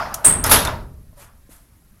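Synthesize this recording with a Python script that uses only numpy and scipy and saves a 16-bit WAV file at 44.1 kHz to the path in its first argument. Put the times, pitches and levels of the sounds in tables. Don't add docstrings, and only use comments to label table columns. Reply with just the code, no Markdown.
import sys
import numpy as np
from scipy import signal
from scipy.io import wavfile
from scipy.ndimage import uniform_filter1d

SR = 44100
rng = np.random.default_rng(int(sys.argv[2]) if len(sys.argv) > 2 else 0)


def nominal_scale(level):
    x = np.asarray(level, float) / 20
    return 10 ** x


def dump_mix(stems):
    frames = np.atleast_2d(stems).T
    limited = np.clip(frames, -1, 1)
    pcm = np.round(limited * 32767).astype(np.int16)
    wavfile.write(sys.argv[1], SR, pcm)


N = 88200
T = np.arange(N) / SR

# f/Hz, density/dB
AIR_COLOUR = [(12, -37.5), (20, -7), (65, -6), (90, -14), (124, -10.5), (361, -26), (445, -31), (1780, -35),
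              (3000, -45), (3900, -64), (6600, -120)]
# f/Hz, density/dB
HISS_COLOUR = [(2500, -10.5), (5000, -8.5), (8500, -9), (10000, -4.5), (11500, -1), (13000, -7.5),
               (15800, -14)]
AIR_DB, HISS_DB = -47.5, -57.5
# f/Hz, density/dB
ROLL_COLOUR = [(200, -12.5), (400, -26), (640, -0.5), (1400, -3), (2200, -16), (4000, -24.5), (5000, -17.5),
               (7500, -36.5)]
ROLL_DB, ROLL_DECAY_SCALE = -20, 1.9
ROLL_HISS_DB, ROLL_HISS_T60_S = -43.5, 1
# f/Hz, t60/s
RING_T60 = [(250, .9), (660, 0.59), (1740, 0.44), (4590, .36), (11000, .25), (15000, .12)]

# t/s, level/dB, rise/s, t60/s
THUDS = [
    (-.05, -27.5, .01, 1.5),
    (.255, -16.5, 0.0067, 1.8),
    (.45, -16.5, 0.018, 0.99),
    (.52, -16, .015, 1.1),
    (.65, -28, 0.017, 1.36),
]
# f/Hz, density/dB
THUD_COLOUR = [(12, -35.5), (20, 0), (108, -0.5), (214, -8), (255, -3.5), (304, -13.5), (425, -9),
               (500, -18), (650, -16), (1100, -120)]

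# t/s, peak level/dB, ring t60/s, wash/dB, dullness/0-1
TICKS = [
    (0.1417, -8.5, 0.03, -14, 0.3),
    (0.44, -4.5, 0.03, -12.5, 0.3),
    (0.6498, -11, 0.03, -16.5, 0.3),
    (0.6727, -22.5, 0.03, -10.5, 0.3),
]
# f/Hz, density/dB
TICK_COLOUR = [(600, -21.5), (1200, -14), (2000, -21), (4500, -15.5), (6000, -4.5), (9000, -6.5),
               (11000, -1), (15800, -16.5)]
# t/s, level/dB, f/Hz, t60/s
TICK_RINGS = [(.1416, -32, 3500, .05), (.1425, -26, 6000, .02), (.4405, -23, 5200, .12),
              (.6728, -15, 3600, .018), (.6505, -24, 4500, .04), (.652, -18, 1400, .05),
              (.681, -17, 1400, .05), (.68, -25, 930, .3), (.68, -30, 600, .35), (.26, -24, 255, .2)]
ECHO_S, ECHO_DB, DULL_DB_PER_OCT = 0.0012, -4.5, -5
CRACK_DB, CRACK_HZ, CRACK_S = -3, 9000, 0.0002
LINGER_DB, LINGER_T60_S = -30, 0.58

# t/s, level/dB, rise/s, decay scale/1, brightness/0-1
BLOWS = [
    (0.241, -16, 0.0059, 1.45, 0.47),
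    (.441, -14.5, .004, 1.2, 0.2),
    (.513, -10.5, 0.0023, 1.2, .01),
    (0.648, -18.5, 0.0028, .9, 0.48),
    (0.673, -21.5, 0.0024, .9, 0.1),
]
# f/Hz, density/dB
PANEL_COLOUR = [(150, -41), (250, -12), (469, -18), (606, -2.5), (793, -10), (935, -1.5), (1040, -6.5),
                (1260, -3.5), (9000, -40), (11700, -70.5), (19800, -120)]
BRIGHT_DB_PER_OCT = 6.0
SETTLE_S, SETTLE_DB_PER_S = 0.7, -26.5

# f/Hz, level/dB, t60/s
PULLEY_MODES = [(8030, -11, .25), (8320, -7, .3), (8393, 0, .42), (8463, -1, .42), (8540, -8, .3),
                (8890, -11, .2), (9023, -14, .25)]
# f/Hz, density/dB
SQUEAL_COLOUR = [(2500, -34), (5500, -33.5), (7500, -22), (8400, -6), (9200, -13), (10300, -16.5),
                 (12000, -30), (15800, -27)]
# f/Hz, t60/s
SQUEAL_T60 = [(3000, .35), (7300, .25), (8400, .42), (9500, .29), (11000, .3), (15000, .24)]
SQUEAL_S, SQUEAL_RISE_S, SQUEAL_DB, SQUEAL_WASH_DB = 0.2445, 0.008, -7, -1
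SQUEAL_STOP_S, SQUEAL_STOP_DB_PER_S = 0.33, -200

# t/s, level/dB, rise/s, decay scale/1
SCRAPES = [
    (0.453, -15, .012, 1.2),
    (0.491, -10, .01, 1.33),
    (0.5112, 1, .004, 1.063),
]
# f/Hz, density/dB
SCRAPE_COLOUR = [(1500, -15.5), (3700, -18), (8000, -21), (9800, -15.5), (11000, -4.5), (12200, -14.5),
                 (13400, -17), (15800, -29.5)]
# f/Hz, t60/s
SCRAPE_T60 = [(2000, 0.33), (5000, .4), (8000, 0.25), (11000, 0.25), (13500, .25), (15500, .13)]
# f/Hz, level/dB, t60/s
TRACK_MODES = [(3500, -4, .4), (3700, 0, .45), (260, 2, .25)]
TRACK_DB = -23

# t/s, level/dB, f/Hz, t60/s
KNOCKS = [
    (1.128, -52, 620, .1),
    (1.172, -48, 570, .3),
    (1.4915, -34, 280, .035),
]
# middle t/s, rise/s, level/dB, fade/s, tilt/dB per octave
RUBS = [
    (1.223, 0.063, -39.5, .09, -1),
    (1.52, .03, -43.5, 0.18, 1.2),
]
# f/Hz, density/dB
RUB_COLOUR = [(180, -43), (300, -15), (485, -15), (563, -26), (710, -13.5), (1150, -18), (5640, -22),
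              (11900, -13.5), (15800, -38.5)]


def read(points, hz):
    f, value = np.transpose(points)
    return np.interp(np.log(hz + 1), np.log(f + 1), value)


def decay(u_s, t60_s):
    return nominal_scale(np.maximum(-60 * u_s / t60_s, -200))


def onset(start_s, rise_s):
    return np.clip((T - start_s) / max(rise_s, 1e-4), 0, 1) ** 0.82


def settle():
    return nominal_scale(SETTLE_DB_PER_S * np.maximum(T - SETTLE_S, 0))


def ringing(colour, start_s=0.0, t60=((1, 1e6),), scale=1, tilt_db=0, size=256, patchy_db=0):
    hz, hop = np.fft.rfftfreq(size, 1 / SR), size // 4
    t = np.arange(N // hop + 5) * hop / SR - start_s
    a, b, patch = rng.standard_normal((len(t), len(hz), 3)).T
    patch = uniform_filter1d(patch, size=4, axis=0)
    patch = uniform_filter1d(patch, size=6, axis=1) * np.sqrt(24)
    shape = nominal_scale(read(colour, hz) + tilt_db * np.log2(hz / 4000 + 0.1))
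    shape = shape * (hz < colour[-1][0] * 1.02)
    fall_db = -60 * np.maximum(t, 0) / (scale * read(t60, hz))[:, None]
    fall = nominal_scale(np.maximum(fall_db, -200) + patchy_db * patch)
    z = (a + 1j * b) * shape[:, None] * fall / np.sqrt(np.mean(shape ** 2))
    return signal.istft(z, nperseg=size, noverlap=size - hop)[1][:N] / np.sqrt(size * 4 / 3)


def modes(table, start_s, rise_s, blur=0.0, sharp=1.0):
    u, out = np.maximum(T - start_s, 0), 0
    for hz, db, t60_s in table:
        width = max(int(sharp * 160 / hz * SR / 16), 1)
        slow = uniform_filter1d(rng.standard_normal((2, N // 16 + 2)), width)
        a, b = uniform_filter1d(slow, width) * np.sqrt(width * 0.75)
        wander = np.interp(np.arange(N) / 16, np.arange(len(a)), a + 1j * b)
        sway = np.sqrt(1 - np.clip(blur, 0, 1) ** 2) + blur * wander
        tone = np.exp(2j * np.pi * (hz * u + rng.random()))
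        out = out + nominal_scale(np.maximum(db - 60 * u / t60_s, -200)) * (sway * tone).real
    return onset(start_s, rise_s) * out


def air():
    low = nominal_scale(AIR_DB) * ringing(AIR_COLOUR, size=2048, patchy_db=2.75)
    return low + nominal_scale(HISS_DB) * ringing(HISS_COLOUR, patchy_db=1.9)


def roll():
    clatter = ringing(ROLL_COLOUR, 0, RING_T60, ROLL_DECAY_SCALE, size=512, patchy_db=2.5)
    hiss = ringing(HISS_COLOUR, 0, ((1, ROLL_HISS_T60_S),))
    return nominal_scale(ROLL_DB) * clatter + nominal_scale(ROLL_HISS_DB) * hiss


def thuds():
    out = np.zeros(N)
    for s, db, rise_s, t60_s in THUDS:
        band_t60 = ((60, t60_s * 1.21), (300, t60_s * 0.71))
        out += nominal_scale(db) * onset(s, rise_s) * ringing(THUD_COLOUR, s, band_t60, size=2048)
    return out


def ticks():
    out, linger = np.zeros(N), ringing(HISS_COLOUR)
    for s, db, t60_s, wash_db, dull in TICKS:
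        u, echo_u = np.maximum(T - s, 0), np.maximum(T - s - ECHO_S, 0)
        echo = (echo_u > 0) * nominal_scale(np.maximum(ECHO_DB - 60 * echo_u / t60_s, -200))
        env = decay(u * 4.2, t60_s) + echo
        tilt_db = DULL_DB_PER_OCT * dull
        burst = env * ringing(TICK_COLOUR, tilt_db=tilt_db)
        wash = nominal_scale(wash_db) * ringing(TICK_COLOUR, s, RING_T60, 0.4, tilt_db)
        crack = nominal_scale(CRACK_DB) * np.exp(-u / CRACK_S) * np.sin(2 * np.pi * CRACK_HZ * (1 - dull) * u)
        tail = (u > 0) * nominal_scale(LINGER_DB - 60 * u / LINGER_T60_S) * linger
        out += nominal_scale(db) * (onset(s, 0.0003) * (burst + wash) + crack + tail)
    for s, db, hz, t60_s in TICK_RINGS:
        out += nominal_scale(db) * modes([(hz, 0, t60_s)], s, 0.001, blur=0.85, sharp=0.04)
    return out


def panels():
    clang = np.zeros(N)
    for s, db, rise_s, scale, bright in BLOWS:
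        ring = ringing(PANEL_COLOUR, s, RING_T60, scale, BRIGHT_DB_PER_OCT * bright, size=512, patchy_db=1.0)
        clang += nominal_scale(db) * onset(s, rise_s) * ring
    return clang * settle()


def squeal():
    wash = ringing(SQUEAL_COLOUR, SQUEAL_S, SQUEAL_T60, size=512, patchy_db=4.1)
    wash = onset(SQUEAL_S, SQUEAL_RISE_S) * wash
    tones = modes(PULLEY_MODES, SQUEAL_S, SQUEAL_RISE_S, blur=0.34, sharp=0.58)
    stop = nominal_scale(SQUEAL_STOP_DB_PER_S * np.clip(T - SQUEAL_STOP_S, 0, 1))
    return nominal_scale(SQUEAL_DB) * tones * stop + nominal_scale(SQUEAL_WASH_DB) * wash


def scrapes():
    hiss = np.zeros(N)
    for s, db, rise_s, scale in SCRAPES:
        ring = ringing(SCRAPE_COLOUR, s + rise_s, SCRAPE_T60, scale, patchy_db=2.44)
        hiss += nominal_scale(db) * onset(s, rise_s) * ring
    track = modes(TRACK_MODES, SCRAPES[-1][0], 0.004, blur=0.6, sharp=0.3)
    return (hiss + nominal_scale(TRACK_DB) * track) * settle()


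def knocks():
    out = np.zeros(N)
    for s, db, hz, t60_s in KNOCKS:
        pair = [(hz, 0, t60_s), (hz * 1.7, -6, t60_s * 0.6)]
        out += nominal_scale(db) * modes(pair, s, 0.002, blur=0.3, sharp=0.05)
    return out


def rubs():
    out = np.zeros(N)
    for mid_s, rise_s, db, fade_s, tilt_db in RUBS:
        rise = onset(mid_s - rise_s, rise_s)
        swell = rise * np.exp(-3 * (np.maximum(T - mid_s, 0) / fade_s) ** 1.2)
        tail = nominal_scale(-8.5) * rise * ringing(PANEL_COLOUR, mid_s + rise_s, RING_T60, 0.68, size=512)
        out += nominal_scale(db) * (swell * ringing(RUB_COLOUR, tilt_db=tilt_db, patchy_db=2.0) + tail)
    return out


def scene():
    door = roll() + thuds() + ticks() + panels() + squeal() + scrapes()
    return (air() + door + knocks() + rubs())[None]


def low_pass(x):
    return signal.sosfilt(signal.butter(12, 15910, fs=SR, output="sos"), x)


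def record(dry):
    mix = np.clip(dry, -1, 1)
    return low_pass(mix)


dry = scene()
out = record(dry)
dump_mix(out)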